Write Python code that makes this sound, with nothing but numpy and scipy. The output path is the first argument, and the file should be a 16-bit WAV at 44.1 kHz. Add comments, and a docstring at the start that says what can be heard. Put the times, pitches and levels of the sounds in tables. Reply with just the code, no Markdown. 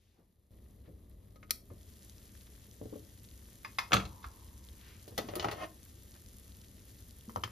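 """Small kitchen: two pancakes sizzle in a pan over a gas burner, hushed for the first half second.
The knob of a glass lid snaps upright, the lid lifts and the sizzle opens up; its padded rim bumps the stove.
Set down on the next grate, the lid rocks to rest and its handle drops back; then a drawer rolls, utensils
knock and a spatula is picked up. Contacts are ringing modes with noise cracks, low knocks are booms with
panel noise, the sizzle is random ticks and crackles; burner, extractor and rustles are filtered noise."""
import sys
import numpy as np
from scipy import signal
from scipy.fft import rfft, irfft, next_fast_len
from scipy.io import wavfile
from scipy.ndimage import uniform_filter1d

SR = 44100
rng = np.random.default_rng(int(sys.argv[2]) if len(sys.argv) > 2 else 0)


def master_out(mix):
    """Clip the mix to full scale and print it as 16-bit PCM to the path in sys.argv[1]."""
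    frames = np.transpose(np.atleast_2d(mix))
    ceiling = np.clip(frames, -1, 1)
    pcm = np.round(ceiling * 32767).astype(np.int16)
    wavfile.write(sys.argv[1], SR, pcm)


N = 331191


def amp(db):
    """Decibels to gain."""
    return 10 ** (np.asarray(db) / 20)


def evened(x):
    """Scales to rms 1."""
    return x / np.sqrt(np.mean(x ** 2) + 1e-24)


def read(points, hz):
    """Interpolates a table on a log-frequency axis."""
    f, value = np.transpose(points)
    return np.interp(np.log(hz + 1), np.log(f + 1), value)


def add(mix, s, sound):
    """Mixes a stereo sound in at time s."""
    part = mix[:, max(round(s * SR), 0):][:, :sound.shape[1]]
    part += sound[:, :part.shape[1]]


def shaped(x, gain):
    """Filters by a gain given as a function of frequency."""
    size = next_fast_len(x.shape[-1])
    spectrum = rfft(x, size) * gain(np.fft.rfftfreq(size, 1 / SR))
    return irfft(spectrum, size)[..., :x.shape[-1]]


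def noise(gain, length=N):
    """Two unrelated channels of filtered noise."""
    return shaped(rng.standard_normal((2, length)), gain)


def band(hz, centre_hz, octaves):
    """Bell-shaped band on a log-frequency axis."""
    return np.exp(-.5 * (np.log2((hz + 1) / centre_hz) / octaves) ** 2)


def peaks(modes, hz):
    """Gain of a set of resonances, summed in power."""
    power = sum(amp(db) ** 2 / (1 + (2 * (hz - f) / width) ** 2) ** 2 for f, width, db in modes)
    return np.sqrt(power)


def wander(seconds):
    """Smooth random curve of rms 1."""
    width = max(round(seconds * SR), 2)
    smooth = uniform_filter1d(rng.standard_normal(N), width)
    return evened(uniform_filter1d(smooth, width))


# left-right likeness of the microphone pair: f/Hz, likeness [0-1]
LIKENESS = [(60, .99), (150, .96), (350, .8), (800, .25), (1450, .3), (1950, .88), (3000, .72), (7000, .66),
            (8300, .95), (10000, .75), (12000, .95), (13700, .6), (15200, .9)]
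# phase lead of the left port: f/Hz, lead/rad
LEAD_RAD = [(100, 0), (1000, -.4), (1900, 0), (3100, .6), (4700, .2), (6500, -1.2), (8200, -3.1),
            (8900, -3.3), (11200, -6.2), (12900, -6.3), (14700, -9.4)]
# left-right level difference: f/Hz, L-R/dB
BALANCE_DB = [(50, 1), (200, 2.2), (700, 2.5), (1350, 0), (2400, 2), (3600, 4.2), (6000, 3), (8200, 0),
              (15000, 0)]


def ports(pair):
    """Mixes two unrelated signals into the likeness, phase and balance of two microphone ports."""
    same = lambda hz: np.clip(read(LIKENESS, hz), 0, 1)
    unlike = lambda hz: np.sqrt(1 - same(hz) ** 2)
    right = shaped(pair[0], same) + shaped(pair[1], unlike)
    side = lambda hz: amp(read(BALANCE_DB, hz) / 2) * np.exp(.5j * read(LEAD_RAD, hz))
    return np.array([shaped(pair[0], side), shaped(right, lambda hz: 1 / side(hz))])


# reverberation time of the kitchen: f/Hz, t60/s
KITCHEN_T60_S = [(80, 0.83), (300, 0.38), (1000, 0.27), (3000, 0.21), (6000, 0.26), (13000, 0.28)]


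def kitchen(x, onset_s):
    """Dense reflections, each band dying at its own speed."""
    hz, t, z = signal.stft(rng.standard_normal((2, SR)), SR, nperseg=256)
    decay = amp(-60 * t / read(KITCHEN_T60_S, hz)[:, None])
    tail = signal.istft(z * decay, SR, nperseg=256)[1]
    onset = 1 - np.exp(-np.arange(tail.shape[1]) / SR / onset_s)
    tail = ports(tail * onset)
    return signal.fftconvolve(x[:1], tail / np.linalg.norm(tail[0]), axes=1)[:, :N]


ROAR_DB = -57.5
# burner and extractor spectrum: f/Hz, relative density/dB per Hz
ROAR_COLOUR = [(20, -19.5), (45, -1), (75, -2), (105, -1.5), (150, -14), (210, -10.5), (330, -16),
               (480, -20), (630, -24.5), (850, -39.5), (1220, -34), (1500, -49.5), (2000, -48.5),
               (2600, -54), (16000, -98)]
# wavering drones: f/Hz, width/Hz, level/dB
DRONES = [(64.85, 6.1, -62), (93, 3.9, -72), (199, 20, -71)]


def burner():
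    """Broad low noise of flame and extractor, plus narrow noise bands that waver as drones."""
    sound = amp(ROAR_DB) * evened(noise(lambda hz: amp(read(ROAR_COLOUR, hz))))
    for mode in DRONES:
        sound += amp(mode[2]) * evened(noise(lambda hz: peaks([mode], hz)))
    return ports(sound)


# brief crackles in the sizzle: t/s, level/dB before POP_GAIN_DB, centre f/Hz
POPS = [(2.097, -25, 6000), (2.182, -30.5, 4260), (2.352, -29, 1790), (2.411, -32, 4200),
        (2.468, -36, 4200), (2.713, -29.5, 4200), (3.049, -32.5, 4350), (3.189, -41, 4200),
        (3.249, -32, 4030), (3.288, -29, 4400), (3.313, -31, 3800), (4.397, -32, 10000), (4.688, -26, 3340),
        (4.813, -29, 3170), (5.831, -28, 7000), (5.838, -31, 8000), (5.852, -26, 10100),
        (6.035, -28, 11300), (6.140, -39, 3500), (6.262, -30, 4200), (6.287, -28, 6050), (6.385, -29, 8500),
        (6.398, -26, 12040), (6.521, -31, 4000), (6.794, -34, 4200), (7.094, -32, 5500), (7.109, -29, 6000),
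        (7.210, -31, 4100)]
# lesser crackles: random times, levels and centre frequencies
CRACKLES_PER_S, CRACKLE_DB, CRACKLE_LOW_HZ, CRACKLE_HIGH_HZ = 28, -38.5, 3000, 7000
POP_GAIN_DB = -8  # on all crackles


def pops(burst_s, octaves, count):
    """Single crackles: decaying noise bursts, each with its own level and centre frequency."""
    out, t = np.zeros((2, N)), np.arange(256) / SR
    lead = 64  # samples of room for the filter's pre-ring
    lesser = []
    for when, size, pitch, chance in rng.random((count, 4)):
        if chance < CRACKLES_PER_S * N / SR / count:
            level_db = CRACKLE_DB + 10 * np.log10(0.13 + size)
            centre_hz = CRACKLE_LOW_HZ * (CRACKLE_HIGH_HZ / CRACKLE_LOW_HZ) ** pitch
            lesser.append((when * N / SR, level_db, centre_hz))
    for s, db, centre_hz in POPS + lesser:
        spray = rng.standard_normal((2, len(t))) * np.exp(-t / burst_s)
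        burst = np.pad(spray, ((0, 0), (lead, 0)))
        burst = shaped(burst, lambda hz: band(hz, centre_hz, octaves))
        burst /= np.linalg.norm(burst, axis=1, keepdims=True)
        add(out, s - lead / SR, amp(db + POP_GAIN_DB) * burst)
    return out


LIFT_START_S, LIFT_LENGTH_S = 1.62, 0.33
# gain through the closed lid: f/Hz, gain/dB
LID_LOSS = [(800, -2), (1400, -12), (1900, -8.5), (2900, -11.5), (4000, -10), (5600, -14.5), (7500, -13.5),
            (11000, -10)]


def past_lid(x):
    """The closed lid muffles the pan; a crossfade to the open sound follows its lift."""
    opening = np.clip((np.arange(N) / SR - LIFT_START_S) / LIFT_LENGTH_S, 0, 1)
    return opening * x + (1 - opening) * shaped(x, lambda hz: amp(read(LID_LOSS, hz)))


SIZZLE_DB = -63  # rms of the fine ticks before wall, colour and lid
# sizzle filter: f/Hz, relative gain/dB
SIZZLE_COLOUR = [(300, -14), (800, -2.5), (1400, -5.5), (1850, -3), (2400, -7), (3200, -2.5), (5000, -4),
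                 (7000, -1), (9000, 0), (11000, -0.5), (14000, -2.5), (15500, -14)]


def sizzle(ticks_per_s, spread_db, hiss_db, flicker_db, splash_db, splash_s, octaves, clump_db, drift_db, count):
    """Tiny steam bubbles of many sizes tick under the batter; short pan-wall reflections smear them."""
    ticks = np.zeros((2, N))
    for centre_hz in np.geomspace(1500, 14000, count):
        sizes = amp(spread_db * np.minimum(rng.exponential(1, N), 4.5))
        sizes *= rng.random(N) < ticks_per_s / count / SR
        signed = sizes * rng.choice([-1, 1], (2, N))
        ticks += shaped(signed, lambda hz: band(hz, centre_hz, octaves))
    ticks *= amp(clump_db * wander(0.025))  # tick level swells and dips
    hissing = evened(ticks) + amp(hiss_db) * rng.standard_normal((2, N))
    bursts = evened(hissing * amp(flicker_db * wander(0.027)))
    bursts = bursts * amp(SIZZLE_DB + drift_db * wander(0.29))
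    bursts += pops(burst_s=0.00061, octaves=0.65, count=400)
    t = np.arange(400) / SR
    wall = rng.standard_normal((2, len(t))) * np.exp(-t / splash_s)
    wall *= amp(splash_db) / np.linalg.norm(wall, axis=1, keepdims=True)
    splash = signal.oaconvolve(bursts, wall, axes=1)[:, :N]
    scattered = rng.choice([-1, 1], N) * splash  # random sign per sample roughens the splash into noise
    coloured = shaped(bursts + scattered, lambda hz: amp(read(SIZZLE_COLOUR, hz) + 3.5))
    return ports(past_lid(coloured))


# handling rustles: t/s, level/dB before gain, half length/s, centre f/Hz
RUSTLES = [(0.07, -88.5, 0.11, 3230), (0.2, -83.5, 0.034, 480), (0.866, -80.5, 0.016, 1510),
           (4.894, -71.5, 0.075, 1990), (5.12, -71.5, 0.03, 380), (5.325, -67, 0.044, 477),
           (6.16, -73, 0.01, 1050)]


def rustles(gain_db, octaves):
    """Brief bell-shaped swells of soft friction noise."""
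    t, swells = np.arange(N) / SR, np.zeros((2, N))
    for s, db, half_s, centre_hz in RUSTLES:
        swell = np.exp(-.5 * ((t - s) / half_s) ** 2)
        swells += amp(db) * swell * evened(noise(lambda hz: band(hz, centre_hz, octaves)))
    return amp(gain_db) * ports(swells)


ROCK_START_S, ROCK_PERIOD_S = 4.04, 0.22
ROCK_DB, ROCK_LOSS_DB, ROCK_HOLLOW_DB, ROCK_HZ = -26, -4, -30.5, 63.8  # loss is per swing


def rocking(count):
    """Swings of the lid on the grate thump the stove top at even intervals, each weaker."""
    return [(ROCK_START_S + k * ROCK_PERIOD_S, ROCK_DB + k * ROCK_LOSS_DB, ROCK_HOLLOW_DB, ROCK_HZ, 1)
            for k in range(count)]


# dull bumps of stove, floor and cabinet:
# t/s, level/dB before boom and knock gains, hollow knock/dB relative, boom f/Hz, ring length factor
BUMPS = [(0.185, -60.5, 0, 331, 0.97), (0.877, -40.5, -6, 96.5, 0.94), (1.702, -33.5, -12, 90, 0.92),
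         (2.820, -33.5, -17, 100, 0.85), (2.862, -32, -15, 112, 0.73), (3.926, -29.5, -12.5, 179, 1.1),
         (3.946, -20, -19, 107.7, 1.0), (3.951, -23.5, -14.5, 190, 1.2), (5.112, -36, -13, 102, 1.06),
         (5.182, -34, -11, 201, 1.1), (5.241, -34, -11, 240, 0.48), (5.362, -26, -17, 361, 0.84),
         (5.452, -31, -12.5, 110.4, 1.1), (5.542, -36.5, -17, 110.4, 0.75),
         (7.278, -32.5, -17.5, 217.5, 1.12), (7.366, -29.5, -12.5, 92, 0.97),
         (7.444, -29, -16.5, 105, 0.56)]


def bumps(boom_db, boom_s, knock_db, knock_s, rise_s):
    """Soft blows: a dying low sine, and a hollow noise knock from the panels."""
    out, t = np.zeros((2, N)), np.arange(16384) / SR
    # f/Hz, gain/dB
    panel = [(40, -9.5), (100, 16.0), (300, 13.5), (550, 7.5),
             (850, -13.5), (1300, -17.0), (2500, -40.0), (6000, -48)]
    for s, db, hollow_db, hz, length in BUMPS + rocking(count=5):
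        boom = np.sin(2 * np.pi * hz * t) * np.exp(-t / (boom_s * length))
        knock = evened(ports(noise(lambda f: amp(read(panel, f)), len(t))))
        knock = knock * np.exp(-t / (knock_s * length))
        thud = amp(boom_db) * boom + amp(knock_db + hollow_db) * knock
        add(out, s, amp(db) * thud * (1 - np.exp(-t / rise_s)))
    return out


ROLL_START_S, ROLL_END_S, COAST_DB = 5.2, 5.66, -56.5
# pushes on the drawer: t of top speed/s, level/dB, speeding-up/s, braking/s
PUSHES = [(5.46, -51, 0.059, 0.089), (5.635, -42.5, 0.029, 0.015)]


def drawer_speed(stop_s):
    """Roller loudness: slow coasting, and a swell for every push."""
    t = np.arange(N) / SR
    level = amp(COAST_DB) * (t > ROLL_START_S) * np.exp(-np.maximum(t - ROLL_END_S, 0) / stop_s)
    for s, db, up_s, down_s in PUSHES:
        level += amp(db) * np.exp(-.5 * ((t - s) / np.where(t < s, up_s, down_s)) ** 2)
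    return level


# rattle filter: f/Hz, relative density/dB per Hz before resonances
SLIDE_COLOUR = [(88, -45), (150, -13.5), (459, -3), (700, -3), (825, -5.5), (1050, -9), (6200, -18),
                (8020, -35), (9460, -15), (12000, -29), (15600, -61), (22000, -120)]
# drawer on its runners: f/Hz, width/Hz, level/dB before mode_db
RUNNERS = [(330, 71, -5), (622, 59, -2.5), (700, 70, -4.5), (1062, 100, 0.5), (1266, 81, -4),
           (1505, 81, -5), (1836, 59, -0.5), (2120, 60, -6), (2550, 55, -5), (3000, 490, -11),
           (4450, 60, -17), (6100, 97, -13)]


def slide(bumps_per_s, smooth_db, mode_db, rumble_db, rumble_hz, octaves):
    """Rollers rattle along their runners and shake the drawer; the cabinet rumbles while it travels."""
    roughness = (rng.random(N) < bumps_per_s / SR) + amp(smooth_db)
    rattle = rng.standard_normal((2, N)) * roughness
    resonance = lambda hz: 1 + amp(mode_db) * peaks(RUNNERS, hz)
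    box = shaped(rattle, lambda hz: amp(read(SLIDE_COLOUR, hz)) * resonance(hz))
    cabinet = evened(shaped(rattle, lambda hz: band(hz, rumble_hz, octaves)))
    travel = np.clip((np.arange(N) / SR - ROLL_START_S) / (ROLL_END_S - ROLL_START_S), 0, 1)
    rumble = amp(rumble_db) * ports(cabinet) * np.sqrt(travel * (1 - travel))
    return evened(ports(box)) * drawer_speed(stop_s=0.011) + rumble


def ring(modes, t):
    """Dying sines, a quarter turn apart on the two paths to the microphone."""
    quarter, out = np.array([[0], [np.pi / 2]]), 0
    for hz, width, db in modes:
        phase = 2 * np.pi * (hz * t + rng.random()) + quarter
        out = out + amp(db) * np.exp(-np.pi * abs(width) * t) * np.sin(phase)
    return out


# contact bands, body/reference/clack/edge/fizz: low f/Hz, high f/Hz
BAND_EDGES = [(150, 700), (700, 1500), (1500, 3000), (3000, 7500), (9000, 15000)]


# All blow tables: t/s, reference-band level/dB before gain, then body, clack, edge, fizz/dB relative,
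# ring length factor, f favoured by the spot struck/Hz.
# All blow modes: f/Hz, width/Hz before damping and length, relative level/dB.
def blows(rows, modes, gain_db, crack_db, crack_s, damping, rise_s, left_db, spot_db):
    """Blows ring modes and a dense crack; spot favours modes, contact hardness weights five bands."""
    out, t = np.zeros((2, N)), np.arange(8000) / SR
    lead, head = 192, 1024  # samples: filter pre-ring, level window
    hz = np.fft.rfftfreq(head, 1 / SR)
    for s, db, body_db, clack_db, edge_db, fizz_db, length, spot_hz in rows:
        struck = [(f, width, level + spot_db * band(f, spot_hz, octaves=0.12)) for f, width, level in modes]
        # short-lived modes crowd around the strong ones
        clusters = [(f, 0.42 * f, level) for f, width, level in struck]
        # a firm contact shortens the ring
        held = [(f, (width + damping / np.pi) / length, level) for f, width, level in struck]
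        tone = evened(ring(held, t))
        crowd = noise(lambda f: 0.18 + peaks(clusters, f), len(t))
        crack = evened(crowd * np.exp(-t / (crack_s * length)))
        pressing = 1 - np.exp(-(t / rise_s) ** 2)  # the contact force takes a moment to build
        hit = pressing * (tone + amp(crack_db) * crack)
        hit = ports(np.pad(hit, ((0, 0), (lead, 0))))
        power = 2 * abs(rfft(hit.mean(0)[:head]) / head) ** 2
        natural_db = [10 * np.log10(power[(hz > lo) & (hz < hi)].sum()) for lo, hi in BAND_EDGES]
        lift_db = np.array([body_db, 0, clack_db, edge_db, fizz_db]) - natural_db
        contact = []
        for (lo, hi), lift in zip(BAND_EDGES, lift_db):
            contact += [(lo * 1.2, lift), (hi / 1.2, lift)]
        hit = shaped(hit, lambda f: amp(read(contact, f)))
        add(out, s - lead / SR, amp(db + gain_db) * hit)
    return out * amp([[left_db / 2], [-left_db / 2]])


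# utensils and drawer, blow columns
DRAWER_KNOCKS = [(5.078, -58.5, 14.5, 0, 6.5, 7, 0.94, 611), (5.178, -34, -3.5, 1, 3.5, -1.5, 0.65, 2000),
                 (5.186, -33, 6, -4, -4, -24, 1.1, 430), (5.286, -43, 8, -2, -2, -31, 0.93, 821),
                 (5.336, -51.5, 15, 5, -8, -18, 0.54, 611), (5.354, -42.5, -4, -1.5, 2, 6, 0.66, 2180),
                 (5.362, -42.5, 11, -6, -5, -14, 1.3, 390), (5.396, -39, 2, 4, 6.5, -26, 0.99, 2980),
                 (5.425, -37, -5, -5, -5, -16, 1.1, 2964), (5.444, -24.5, -6, -9.5, -15, -30, 0.75, 1240),
                 (5.454, -37.5, 7.5, -15, -21, -32, 1.8, 611), (5.484, -33, 0, -0.5, -11, -32, 0.86, 330),
                 (5.512, -40, -1, 1.5, 0, -6, 1.2, 1846), (5.526, -44.5, 5.5, -4, -3, -19, 0.93, 611)]
# drawer resonances, mode columns
DRAWER = [(324, 30, 2.5), (380, 53, 2), (431, 42, 5.5), (609, 28, 3.5), (708, 33, 2), (827, 22, -2.5),
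          (1142, 26, -5), (1261, 24, -3), (1876, 26, -9), (1967, 17, -5), (2180, 50, -10), (2820, 32, -6),
          (2964, 26, -5.5), (3560, 29, -4), (4290, 22, -4.5), (4830, 69, -9), (6220, 45, -9)]


def drawer_knocks():
    """Utensils knock about and ring the drawer."""
    return blows(DRAWER_KNOCKS, DRAWER, gain_db=-11.0, crack_db=0.5, crack_s=0.012, damping=20,
                 rise_s=0.00064, left_db=0.0, spot_db=6.5)


# spatula contacts, blow columns
SPATULA_KNOCKS = [(7.294, -42.5, -12, -11.5, -16, -9, 1.6, 1050),
                  (7.360, -28, -6.5, -17, -14, -23, 0.29, 920), (7.371, -37, 4, -12, -17, -11, 1, 1250),
                  (7.436, -27, -12, -3, -1, -17, 0.87, 3150), (7.476, -45, -10, -2, -12, -13, 1.4, 1250)]
# spatula resonances, mode columns
SPATULA = [(470, 78, -12), (595, 140, -12), (910, 110, -6), (1035, 150, 5), (1236, 100, 6), (1820, 130, -1),
           (2083, 99, -4), (3114, 43, -1.5), (4420, 98, -9), (5130, 45, -6), (6140, 65, -9)]


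def spatula_knocks():
    """The spatula knocks as it is picked up, its broad modes strongly damped."""
    return blows(SPATULA_KNOCKS, SPATULA, gain_db=-15.0, crack_db=-6.5, crack_s=0.014, damping=110,
                 rise_s=0.00093, left_db=1.5, spot_db=5)


# knob contacts, blow columns
KNOB_CLICKS = [(1.358, -55, 5.5, -5.5, -5, -28, 1.8, 1257), (1.429, -50, -2, 2.5, -7.5, -26, 1.9, 1480),
               (1.495, -55.5, 0, -3, 0, -15, 1.5, 1480), (1.507, -39, -4, 8.5, 16.5, 17, 0.82, 5640)]
# knob resonances, mode columns
KNOB = [(1257, 6.8, -2), (1480, 33, -15), (2130, 70, 9.5), (2430, 90, -1), (3430, 140, 1), (3990, 120, 1.5),
        (5610, 36, -8), (6070, 160, -7), (10040, 110, 10), (11400, 220, 9), (12100, 170, -2),
        (14900, 140, 11)]


def knob_clicks():
    """The folding knob snaps upright: short clicks on damped modes."""
    return blows(KNOB_CLICKS, KNOB, gain_db=-14.0, crack_db=6.5, crack_s=0.005, damping=88,
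                 rise_s=0.00059, left_db=0.8, spot_db=10)


# padded rim on stove, blow columns
SOFT_KNOCKS = [(2.814, -55.5, 21.5, -21, -26, -30, 1, 433), (2.855, -59, 23, -15, -22, -30, 1, 420),
               (2.925, -58, 21.5, -17, -22, -30, 1, 490), (2.934, -56.5, 22, -15, -22, -30, 0.8, 280),
               (2.957, -59.5, 22.1, -17, -22, -30, 1, 570)]
# padded rim resonances, mode columns
PADDED_RIM = [(280, 19, 7), (435, 31, -0.5), (491, 17, -4), (564, 25, -5.5), (635, 37, -17.5),
              (750, 16, -14), (1110, 30, -24)]


def padded_knocks():
    """The padded rim bumps the stove: low modes, little treble."""
    return blows(SOFT_KNOCKS, PADDED_RIM, gain_db=-11.5, crack_db=-4.5, crack_s=0.012, damping=25,
                 rise_s=0.00091, left_db=-0.5, spot_db=7.5)


# rim contacts, blow columns
RIM_TAPS = [(1.702, -58.5, 3, -8.5, -20, -25, 1.4, 1170), (3.647, -41.5, -13.5, 3.5, -5.5, -18, 0.99, 2515),
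            (3.785, -30.5, -17, 1, -1, -15, 0.73, 2135), (3.788, -31.5, -15.5, 0, -3, -17, 0.54, 1170),
            (3.792, -36.5, -16, -3.5, -15, -17.5, 1.4, 1077)]
# rim resonances, mode columns
RIM = [(659, 86, -20.5), (910, 53, -8), (1070, 24, -7.5), (1180, 96, 1), (1747, 25, -7), (1935, 62, -7.5),
       (2120, 45, -1.5), (2490, 35, -5.5), (3440, 69, -5), (3820, 75, -2), (4970, 50, -3), (4917, 13, -5.5),
       (5140, 12, -17.5), (5880, 30, -17), (9900, 86, -19), (10200, 39, -20.5)]


def rim_taps():
    """Taps ring the modes of the lid rim."""
    return blows(RIM_TAPS, RIM, gain_db=-9.0, crack_db=-5.5, crack_s=0.017, damping=41,
                 rise_s=0.00076, left_db=0.5, spot_db=2)


# handle contacts, blow columns
HANDLE_CLACKS = [(4.228, -66.5, 1, 3, 7, -11, 0.95, 2120), (4.241, -41.5, -18, -8, -13.5, -30, 0.84, 1270)]
# handle resonances, mode columns
HANDLE = [(1140, 87, -5), (1280, 53, 1), (1415, 49, 0), (1700, 25, -5), (2140, 60, -2), (2570, 40, -10),
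          (3550, 54, -8), (4890, 70, -13)]


def handle_clacks():
    """The handle drops back: clacks with a slower contact rise."""
    return blows(HANDLE_CLACKS, HANDLE, gain_db=-7.0, crack_db=-2.0, crack_s=0.017, damping=30,
                 rise_s=0.0017, left_db=-1.5, spot_db=1.5)


# lid on grate, blow columns
LID_BLOWS = [(3.909, -40, 1, -10.5, -18, -30.5, 0.7, 1340), (3.919, -25.5, -3.5, 2, -5, -30.5, 0.71, 1590),
             (3.931, -17, -10.5, -2.5, 0, -25.5, 0.61, 1330),
             (3.939, -19, -11.5, -5.5, -4, -13.5, 0.62, 1168), (3.947, -26, 0, -5, -8.5, -30, 0.61, 2570),
             (3.956, -29.5, -2.5, -8, -4, -24.5, 0.91, 1150), (3.967, -26, -5, -0.5, -2.5, -25, 0.64, 2680),
             (3.980, -33, 1, -11, -18, -28, 0.81, 1320), (3.998, -39, -6, 3.5, -7, -31, 1, 1213),
             (4.052, -50, -9, 2, 8, -10, 0.95, 4250)]
# lid resonances, mode columns
LID = [(527, 32, -11), (760, 24, -2.5), (1180, 29, -4), (1200, 30, -8), (1312, 17, -3.5), (1406, 21, -4),
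       (1600, 28, -1), (2190, 45, 4), (2460, 32, -1.5), (2540, 30, 0), (2690, 29, 1.5), (2906, 38, -2.5),
       (3070, 42, -8), (3315, 42, 4), (3470, 26, -3), (3830, 30, -10), (4130, 45, -1.5), (4580, 38, -10.5),
       (4720, 35, -15), (5070, 45, -13), (6600, 70, -2.5), (6670, 35, -15.5)]


def lid_blows():
    """A rapid run of blows rings the lid as it is set down."""
    return blows(LID_BLOWS, LID, gain_db=-12.5, crack_db=0.5, crack_s=0.01, damping=43,
                 rise_s=0.00068, left_db=-1.3, spot_db=5)


# stove top and grate under the lid: f/Hz, width/Hz, level/dB
GRATE = [(62, 3.2, -35.5), (112, 20, -32.5), (162, 22, -30), (197.3, 6.2, -32), (302.5, 7.3, -35),
         (604, 17, -36), (756, 6.7, -46), (1170, 7, -37), (1352, 8, -39), (1470, 14, -39.5),
         (1690, 17, -31), (3452, 12, -42)]


def grate(gain_db, rise_s, shimmer_db, shimmer_hz, shimmer_s, octaves):
    """From the lid's heaviest blow the stove top booms and the many like bars shimmer on."""
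    out, t = np.zeros((2, N)), np.arange(2 * SR) / SR
    bars = evened(noise(lambda hz: band(hz, shimmer_hz, octaves), len(t)))
    shimmer = amp(shimmer_db) * bars * np.exp(-t / shimmer_s)
    sound = amp(gain_db) * ring(GRATE, t) + shimmer
    heaviest = max(LID_BLOWS, key=lambda row: row[1])
    add(out, heaviest[0], ports(sound * (1 - np.exp(-t / rise_s))))
    return out


def radiated(x, corner_hz):
    """Thin panels give off little of their deepest motion: third-order high-pass magnitude."""
    return shaped(x, lambda hz: (hz / corner_hz) ** 3 / np.sqrt(1 + (hz / corner_hz) ** 6))


HUSH_ENDS_S, HUSH_SIZZLE_DB, HUSH_ROAR_DB = 0.507, -8.5, -13


def scene():
    """Handling sounds and their room, over the pan and the burner."""
    pan = sizzle(ticks_per_s=1800, spread_db=4.2, hiss_db=1.5, flicker_db=0.62, splash_db=-8.0,
                 splash_s=0.0014, octaves=0.62, clump_db=0.84, drift_db=0.02, count=8)
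    hushed = np.arange(N) < HUSH_ENDS_S * SR
    steady = pan * amp(HUSH_SIZZLE_DB * hushed) + burner() * amp(HUSH_ROAR_DB * hushed)
    friction = rustles(gain_db=9.5, octaves=1.0)
    thuds = bumps(boom_db=-5.5, boom_s=0.021, knock_db=-1.0, knock_s=0.032, rise_s=0.003)
    drawer = drawer_knocks() + slide(bumps_per_s=650, smooth_db=-11.5, mode_db=18.0,
                                     rumble_db=-48, rumble_hz=91.5, octaves=0.89)
    spatula, knob, padded = spatula_knocks(), knob_clicks(), padded_knocks()
    rim, handle, lid = rim_taps(), handle_clacks(), lid_blows()
    stove = grate(gain_db=0.0, rise_s=0.00462, shimmer_db=-57.0, shimmer_hz=980, shimmer_s=0.33, octaves=0.21)
    sends = amp(-14.5) * knob + amp(-8.5) * (rim + handle + lid)
    sends += amp(-11) * drawer + amp(-15.0) * spatula + amp(-10) * (thuds + padded)
    room = kitchen(sends, onset_s=0.0032)
    handling = knob + padded + rim + handle + drawer + spatula
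    panels = radiated(lid + thuds + stove + room, corner_hz=52)
    return handling + panels + friction + steady


EDGE_HZ = 15700


def record(dry):
    """Linear-phase low-pass: nothing sounds above EDGE_HZ."""
    lowpass = signal.firwin(255, EDGE_HZ, window=("kaiser", 8), fs=SR)
    return signal.oaconvolve(dry, lowpass[None], "same")


dry = scene()
out = record(dry)
master_out(out)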